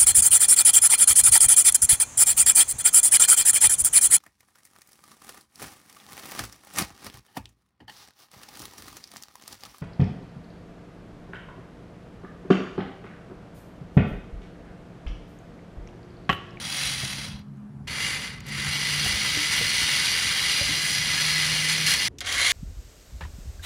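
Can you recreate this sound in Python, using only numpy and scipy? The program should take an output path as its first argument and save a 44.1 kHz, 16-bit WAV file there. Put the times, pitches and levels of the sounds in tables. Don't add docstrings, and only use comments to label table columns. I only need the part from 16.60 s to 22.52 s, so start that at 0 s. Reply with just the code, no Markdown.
import sys
import numpy as np
from scipy import signal
from scipy.io import wavfile
from scipy.ndimage import uniform_filter1d

SR = 44100
rng = np.random.default_rng(int(sys.argv[2]) if len(sys.argv) > 2 else 0)


def inscribe(sig):
    pcm = np.round(np.clip(np.atleast_2d(sig).T, -1, 1) * 32767)
    wavfile.write(sys.argv[1], SR, pcm.astype(np.int16))


def magnitude_from_level(level_db):
    exponent = np.asarray(level_db, float) / 20
    return 10 ** exponent


N = 261072
CUT_S = 5.483


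def evened(x):
    return x / np.sqrt(np.mean(x ** 2) + 1e-20)


def read(points, hz):
    f, value = np.transpose(points)
    return np.interp(np.log(hz + 1), np.log(f + 1), value)


def add(mix, s, sound):
    part = mix[round(s * SR):][:len(sound)]
    part += sound[:len(part)]


def band(x, lo_hz, hi_hz):
    sos = signal.butter(3, [lo_hz, min(hi_hz, .49 * SR)], "band", fs=SR, output="sos")
    return signal.sosfiltfilt(sos, x)


def wander(per_s):
    length = int(SR / per_s)
    smooth = uniform_filter1d(rng.standard_normal(N), length)
    return evened(uniform_filter1d(smooth, length))


def coloured(x, gain_db):
    log_gain = np.log(magnitude_from_level(np.maximum(gain_db, -100)))
    circle = np.concatenate([log_gain, log_gain[-2:0:-1]])
    phase = -signal.hilbert(circle).imag
    taps = np.fft.ifft(np.exp(circle + 1j * phase)).real[:4096]
    return signal.oaconvolve(x, taps)[:len(x)]


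def patchy(x, depth_db):
    z = signal.stft(x, nperseg=512)[2]
    patches = uniform_filter1d(rng.standard_normal(z.shape[::-1]), 9, axis=0)
    patches = uniform_filter1d(patches, 5, axis=1)
    return signal.istft(z * magnitude_from_level(depth_db * evened(patches).T), nperseg=512)[1][:N]


def bumps(rows, edge):
    out = np.zeros((len(rows[0]) - 2, N))
    for s, length, *db in rows:
        shape = signal.windows.tukey(round(length * SR), edge)
        for track, d in zip(out, db):
            add(track, s, d * shape)
    return out


def gears():
    # t/s, f/Hz
    mesh_track = [(0, 330), (.27, 450), (.7, 250), (.88, 100), (1.27, 300), (1.48, 470), (1.8, 200),
                  (2.0, 380), (2.2, 458), (2.6, 600), (2.95, 690), (3.3, 743), (3.75, 790), (4.75, 847),
                  (5.48, 866), (5.6, 200), (5.7, 400), (5.92, 640)]
    # multiple of the mesh frequency, level/dB
    whine_partials = [(1, -9), (2, -1), (3, -6), (4, -6), (5, 0), (6, 0), (7, -6), (8, -7), (9, -6),
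                      (11, -6), (13, -8)]
    pinion_teeth, mains_hz, whine_db = 9, 60, -20.5
    t = np.arange(N) / SR
    mesh_hz = np.interp(t, *np.transpose(mesh_track)) * (1 + .006 * wander(40))
    turns = np.cumsum(mesh_hz) / SR

    meeting = np.diff(np.floor(turns), prepend=0) > 0
    blows = meeting * rng.standard_normal(N) * np.sqrt(SR / mesh_hz)
    chip_size = magnitude_from_level(1.3 * np.minimum(rng.exponential(1, N), 3))
    chips = (rng.random(N) < 500 / SR) * chip_size * rng.choice([-1, 1], N)

    shaft = 2 * np.pi * turns / pinion_teeth
    shaft_db = 1.1 * np.cos(shaft) + .7 * np.cos(2 * shaft)
    mains_db = .55 * np.cos(2 * np.pi * mains_hz * t) * 600 / (mesh_hz + 200)
    load_db = 0.34 * wander(10) + 0.73 * wander(84) + 0.27 * wander(580)

    grit = rng.standard_normal(N) + 0.14 * blows * np.sqrt(800 / mesh_hz) + 0.15 * evened(chips)
    rasp = evened(patchy(grit * magnitude_from_level(shaft_db + mains_db + load_db), .8))
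    whine = sum(magnitude_from_level(db + 3.3 * wander(19)) * np.cos(2 * np.pi * k * turns) for k, db in whine_partials)
    return rasp + magnitude_from_level(whine_db) * whine * mesh_hz / 800


def housing(x, modes, colour, damping, lift_db):
    # f/Hz, width/Hz, level/dB
    notches = [(650, 70, -6), (2620, 130, -5), (5380, 300, -4), (13500, 700, -5)]
    hz = np.fft.rfftfreq(8192, 1 / SR)
    rings = 0
    for f, width, db in modes:
        width = max(width, damping * f * f / 220000)
        rings = rings + magnitude_from_level(2 * (db + lift_db)) / (1 + (2 * (hz - f) / width) ** 2) ** 2
    dips_db = sum(db / (1 + (2 * (hz - f) / width) ** 2) for f, width, db in notches)
    power = magnitude_from_level(2 * read(colour, hz)) + rings
    return coloured(x, 10 * np.log10(power) + dips_db)


def drill():
    # t/s, level/dB
    runs = [
        [(0.0, -36.5), (.07, -33.5), (.26, -29), (.4, -32.5), (.52, -33.5), (.65, -37), (.755, -47.5),
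         (.82, -63), (.9, -84)],
        [(1.272, -41), (1.278, -34), (1.34, -32.5), (1.47, -28.5), (1.67, -34), (1.76, -45), (1.825, -53),
         (1.93, -33.5), (2.1, -29)],
        [(2.1, -29.5), (2.28, -27), (2.36, -26.5), (2.85, -25.5), (3.2, -24.5), (4.5, -25.5), (4.95, -25),
         (5.24, -26.5), (5.48, -25)],
        [(5.61, -32.5), (5.632, -44), (5.672, -30.5), (5.708, -28.5), (5.876, -22), (5.89, -24.5), (5.92, -21)],
    ]
    # f/Hz, level/(dB per Hz)
    modes_first = [(2070, 50, -2.0), (2230, 29, -7.5), (2620, 150, 1.0), (3000, 83, -2), (3296, 83, 2),
                   (4050, 53, 1.5), (4790, 60, -1.5), (5670, 74, -2.5), (6150, 86, -6), (6800, 49, -9),
                   (8460, 270, -41), (9500, 89, 0.5), (9830, 35, -19), (11000, 61, -11.5),
                   (14900, 1000, -37)]
    colour_first = [(180, -42), (300, -7), (354, -23), (554, -10), (632, -11.5), (746, -10.5), (925, -11.5),
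                    (2080, 0.5), (2420, -3), (4110, -1), (7700, -5), (9550, -9), (15700, -28.5)]
    modes_slow = [(2040, 84, 0.5), (2830, 43, -1), (3250, 48, -10), (3430, 35, -15), (4020, 110, -15),
                  (4420, 72, -6.5), (4810, 67, -5.5), (5740, 260, -11.5), (6240, 64, -15),
                  (7300, 170, -15.5), (9590, 61, -12.0), (11000, 93, -18.5), (15000, 1500, -40)]
    colour_slow = [(180, -35), (300, -16.5), (824, -20), (1760, -5), (2010, 0), (2580, -4.5), (4850, -11),
                   (5260, -11), (8940, -18), (9710, -16.5), (15700, -33)]
    modes_second = [ (2014, 40, 1), (2831, 70, -4), (3320, 70, -6), (4350, 120, -10), (4850, 110, -6),
                    (5830, 280, -9), (7480, 200, -18.5), (9400, 300, -17.5), (9700, 400, -16),
                    (11230, 300, -27.5), (14600, 1500, -32),
                    (297, 25, -15), (1793, 40, -10), (2143, 40, -7), (2226, 40, -4), (3148, 55, -8),
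                  (3525, 50, -9), (3742, 60, -11), (3882, 35, -9), (4030, 80, -9), (4215, 35, -6),
                  (4496, 45, -8)]
    colour_second = [(180, -46.5), (300, -19.5), (563, -16.5), (632, -16), (710, -17.5), (1310, -12),
                     (1850, -6.5), (2010, -2.5), (2580, -5.5), (2810, -3), (3720, -9), (4930, -5.5),
                     (7960, -18.5), (9550, -12.5), (15700, -42.5)]
    modes_close = [(1118, 34, -7), (2140, 130, 0), (2800, 40, -1.5), (3240, 270, 1.0), (3570, 20, -12),
                   (4040, 230, -21), (4510, 30, -17), (5160, 75, -20), (5780, 150, -3.5), (6540, 72, -4),
                   (7200, 140, -5.5), (9140, 76, -12.5), (9860, 71, -4.5), (11600, 65, -16),
                   (15000, 1400, -28.0)]
    colour_close = [(180, -64), (300, -33), (527, -12), (592, -15.5), (722, -7.5), (852, -25), (940, -14.5),
                    (1980, 4), (2540, -1.5), (4110, -0.5), (5440, -5), (9710, -10), (15700, -27)]
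    # top level/dB, low casing level/dB, brush fizz level/dB
    grip_db = [(-5, 0, 2.5), (-1, 2.5, -1), (-1.5, 0, 2), (-3.5, 6, -4.5)]
    grip_damping = (1.9, 1.5, 1.0, 1.3)
    # top/dB, casing/dB, fizz/dB
    thinning = (-0.38, 0.47, -.15)
    full_db = -27
    # t/s, length/s, level/dB, extra top level/dB, extra fizz level/dB
    bites = [(2.44, 0.056, 0.5, 1.5, 3), (2.91, 0.057, 1.5, -0.5, -1), (2.96, .04, 1.5, -1, 4),
             (3.19, 0.054, 0, 2, 1), (4.2, 0.16, .5, 2.5, 2), (5.08, 0.064, 3, 0.5, 0),
             (5.255, 0.1, 5, 1, 3.5), (5.35, .05, -0.5, 0.5, 4), (1.275, .04, -0.5, -1, 2),
             (1.87, 0.033, 0.5, 3.5, 6), (3.97, .05, 1, -0.5, 0)]

    shake, out = gears(), np.zeros(N)
    grips = [(modes_first, colour_first), (modes_slow, colour_slow),
             (modes_second, colour_second), (modes_close, colour_close)]
    ends = [rows[-1][0] for rows in runs[:2]] + [CUT_S, N / SR]
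    bite_db, bright_db, fizzy_db = bumps(bites, edge=.3)
    for rows, grip, trim_db, damping, end_s in zip(runs, grips, grip_db, grip_damping, ends):
        sound = housing(shake, *grip, damping, lift_db=4.5)
        low, top, fizz = band(sound, 180, 1180), band(sound, 5830, 13300), band(sound, 11500, 17000)
        middle = sound - low - top - fizz
        start_s = rows[0][0]
        span = np.arange(round(start_s * SR), round(end_s * SR))
        level_db = np.interp(span / SR, *np.transpose(rows)) + bite_db[span]
        thinned_db = np.outer(thinning, full_db - level_db)
        top_db, low_db, fizz_db = np.array(trim_db)[:, None] + thinned_db
        rest = magnitude_from_level(top_db + bright_db[span]) * top[span] + magnitude_from_level(low_db) * low[span]
        rest = rest + magnitude_from_level(fizz_db + fizzy_db[span]) * patchy(fizz, 2.0)[span]
        add(out, start_s, magnitude_from_level(level_db) * (middle[span] + rest) / np.std(middle[span]))
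    return out


def yard():
    # f/Hz, level/(dB per Hz)
    yard_before = [(12, -59), (20, -0.5), (81, 6), (127, 3), (204, -7), (228, -9.5), (270, -13.5),
                   (328, -23.5), (388, -22.5), (485, -31), (759, -28), (1190, -32), (3740, -50),
                   (11100, -57), (16000, -74)]
    yard_after = [(18, -24), (30, 1), (81, -11), (189, -12), (280, -11.5), (303, -19), (374, -16),
                  (526, -30), (1430, -44), (10800, -63), (16000, -76)]
    # t/s, length/s, level/dB
    swells = [
        (.75, 0.47, -10),
        (1.95, .2, 4.5),
        (2.4, 0.23, 8.5),
        (2.93, 0.17, 8.5),
        (4.02, .12, 7),
        (5.2, 0.19, 5),
        (5.75, 0.081, 2),
    ]
    t, hz = np.arange(N) / SR, np.fft.rfftfreq(8192, 1 / SR)
    before = coloured(rng.standard_normal(N), read(yard_before, hz))
    after = coloured(rng.standard_normal(N), read(yard_after, hz))
    air_before = magnitude_from_level(-55.5) * evened(band(before, 238, 17000))
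    air_after = magnitude_from_level(-52) * evened(band(after, 240, 17000))
    air = np.where(t < CUT_S, air_before, air_after)
    deep_db = -48 + bumps(swells, edge=0.6)[0] + 2.5 * wander(18)
    deep = magnitude_from_level(deep_db) * evened(band(before, 25, 117))
    upper = magnitude_from_level(np.where(t < CUT_S, -46, -57.5)) * evened(band(before, 122.4, 259))
    return patchy(air, 1.5) * magnitude_from_level(.5 * wander(8)) + deep + upper


def drones():
    # start t/s, end t/s, first f/Hz, last f/Hz, level/dB
    engines = [
        (0, 1.9, 133, 142.5, -47),
        (1.8, 2.5, 143, 145.5, -40),
        (.4, 1.27, 204, 208.5, -48),
        (1.88, 2.685, 204, 207, -45.5),
        (3.97, 4.4, 150, 154.5, -44.5),
        (4.36, 5.34, 153.5, 157.5, -38),
        (1, 5.9, 58, 66, -57.5),
        (5.6, 5.92, 93, 96, -51),
    ]
    out = np.zeros(N)
    for s, end_s, first_hz, last_hz, db in engines:
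        t = np.arange(0, end_s - s, 1 / SR)[:N]
        glide_hz = first_hz + (last_hz - first_hz) * t / t[-1]
        turns = np.cumsum(glide_hz * (1 + .009 * wander(45)[:len(t)])) / SR
        level = magnitude_from_level(db + 1.3 * wander(30)[:len(t)] + 1.5 * wander(8)[:len(t)])
        fade = np.clip(np.minimum(t, t[-1] - t) / .05, 0, 1)
        add(out, s, np.sqrt(2) * level * np.sin(2 * np.pi * turns) * fade)
    return out


def knocks():
    # t/s, peak level/dB, ring f/Hz, ring t60/s
    wall_blows = [
        (0.431, -28.5, 127, 0.12),
        (0.581, -36, 304, 0.095),
        (2.458, -26.5, 746, 0.054),
        (2.769, -28, 298, 0.24),
        (3.011, -26, 474, 0.081),
        (3.215, -35, 290, 0.16),
        (4.011, -28, 570, 0.1),
        (4.09, -27.5, 292, 0.15),
        (4.288, -39, 289, .2),
    ]
    out, t = np.zeros(N), np.arange(9000) / SR
    for (s, db, hz, t60), grain in zip(wall_blows, rng.standard_normal((len(wall_blows), 9000))):
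        push = .8 * np.sin(2 * np.pi * 105 * t) * magnitude_from_level(-60 * t / 0.1)
        puff = .35 * evened(band(grain, 90, 800)) * magnitude_from_level(-60 * t / .1)
        ring = 0.73 * np.sin(2 * np.pi * hz * t) * magnitude_from_level(-60 * t / t60)
        add(out, s, magnitude_from_level(db) * (push + puff + ring) * np.minimum(t / 0.0019, 1))
    return out


def ticks():
    # t/s, peak level/dB, f/Hz, t60/s
    contacts = [(1.2764, -30, 5000.0, 0.014), (1.8038, -32, 5000.0, 0.017), (5.584, -32, 5000.0, 0.042),
                (5.6055, -16, 4830, 0.013), (5.6244, -37, 5000.0, 0.015), (5.6491, -35.5, 5000.0, 0.015),
                (5.6605, -22, 5000.0, 0.014), (5.673, -26, 5000.0, 0.014), (5.69, -20, 5000.0, 0.015),
                (5.7243, -11.5, 5000.0, 0.0146), (.79, -45, 2800, 0.05), (.97, -64, 6480, 0.03),
                (1.729, -47, 8000, 0.013), (1.763, -45, 8000, .012), (1.865, -38, 9000, .03),
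                (1.883, -32, 5500, .03)]
    out, t = np.zeros(N), np.arange(2000) / SR
    for (s, db, hz, t60), grain in zip(contacts, rng.standard_normal((len(contacts), 2000))):
        crack = evened(band(grain, 0.37 * hz, 1.56 * hz)) + 0.45 * band(grain, 1200, 15500)
        add(out, s, magnitude_from_level(db - 5 - 60 * t / t60) * crack * np.minimum(t / 0.0017, 1))
    return out


def squeals():
    # start t/s, end t/s, f/Hz, width/Hz, level/dB
    rubs = [
        (5.3, 5.357, 4220, 160, -27),
        (5.27, 5.33, 1720, 120, -34),
        (5.79, 5.89, 4050, 350, -30),
        (5.74, 5.92, 2120, 300, -31),
    ]
    out = np.zeros(N)
    for (s, end_s, hz, width, db), grain in zip(rubs, rng.standard_normal((len(rubs), 14000))):
        whistle = evened(band(grain, hz - width / 2, hz + width / 2))[:round((end_s - s) * SR)]
        add(out, s, magnitude_from_level(db) * whistle * signal.windows.tukey(len(whistle), .4))
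    return out


def scene():
    return (drill() + yard() + drones() + knocks() + ticks() + squeals())[None]


def roll_off(x):
    return signal.sosfilt(signal.butter(12, 16410, fs=SR, output="sos"), x)


def record(dry):
    dry = signal.sosfilt(signal.butter(4, 42, "high", fs=SR, output="sos"), dry)
    band_limit = signal.firwin(511, 15800, window=("kaiser", 9), fs=SR)
    dry = signal.oaconvolve(dry, band_limit[None], "same")
    dry = .6 * np.tanh(dry / .6)
    return roll_off(dry)


dry = scene()
out = record(dry)
inscribe(out)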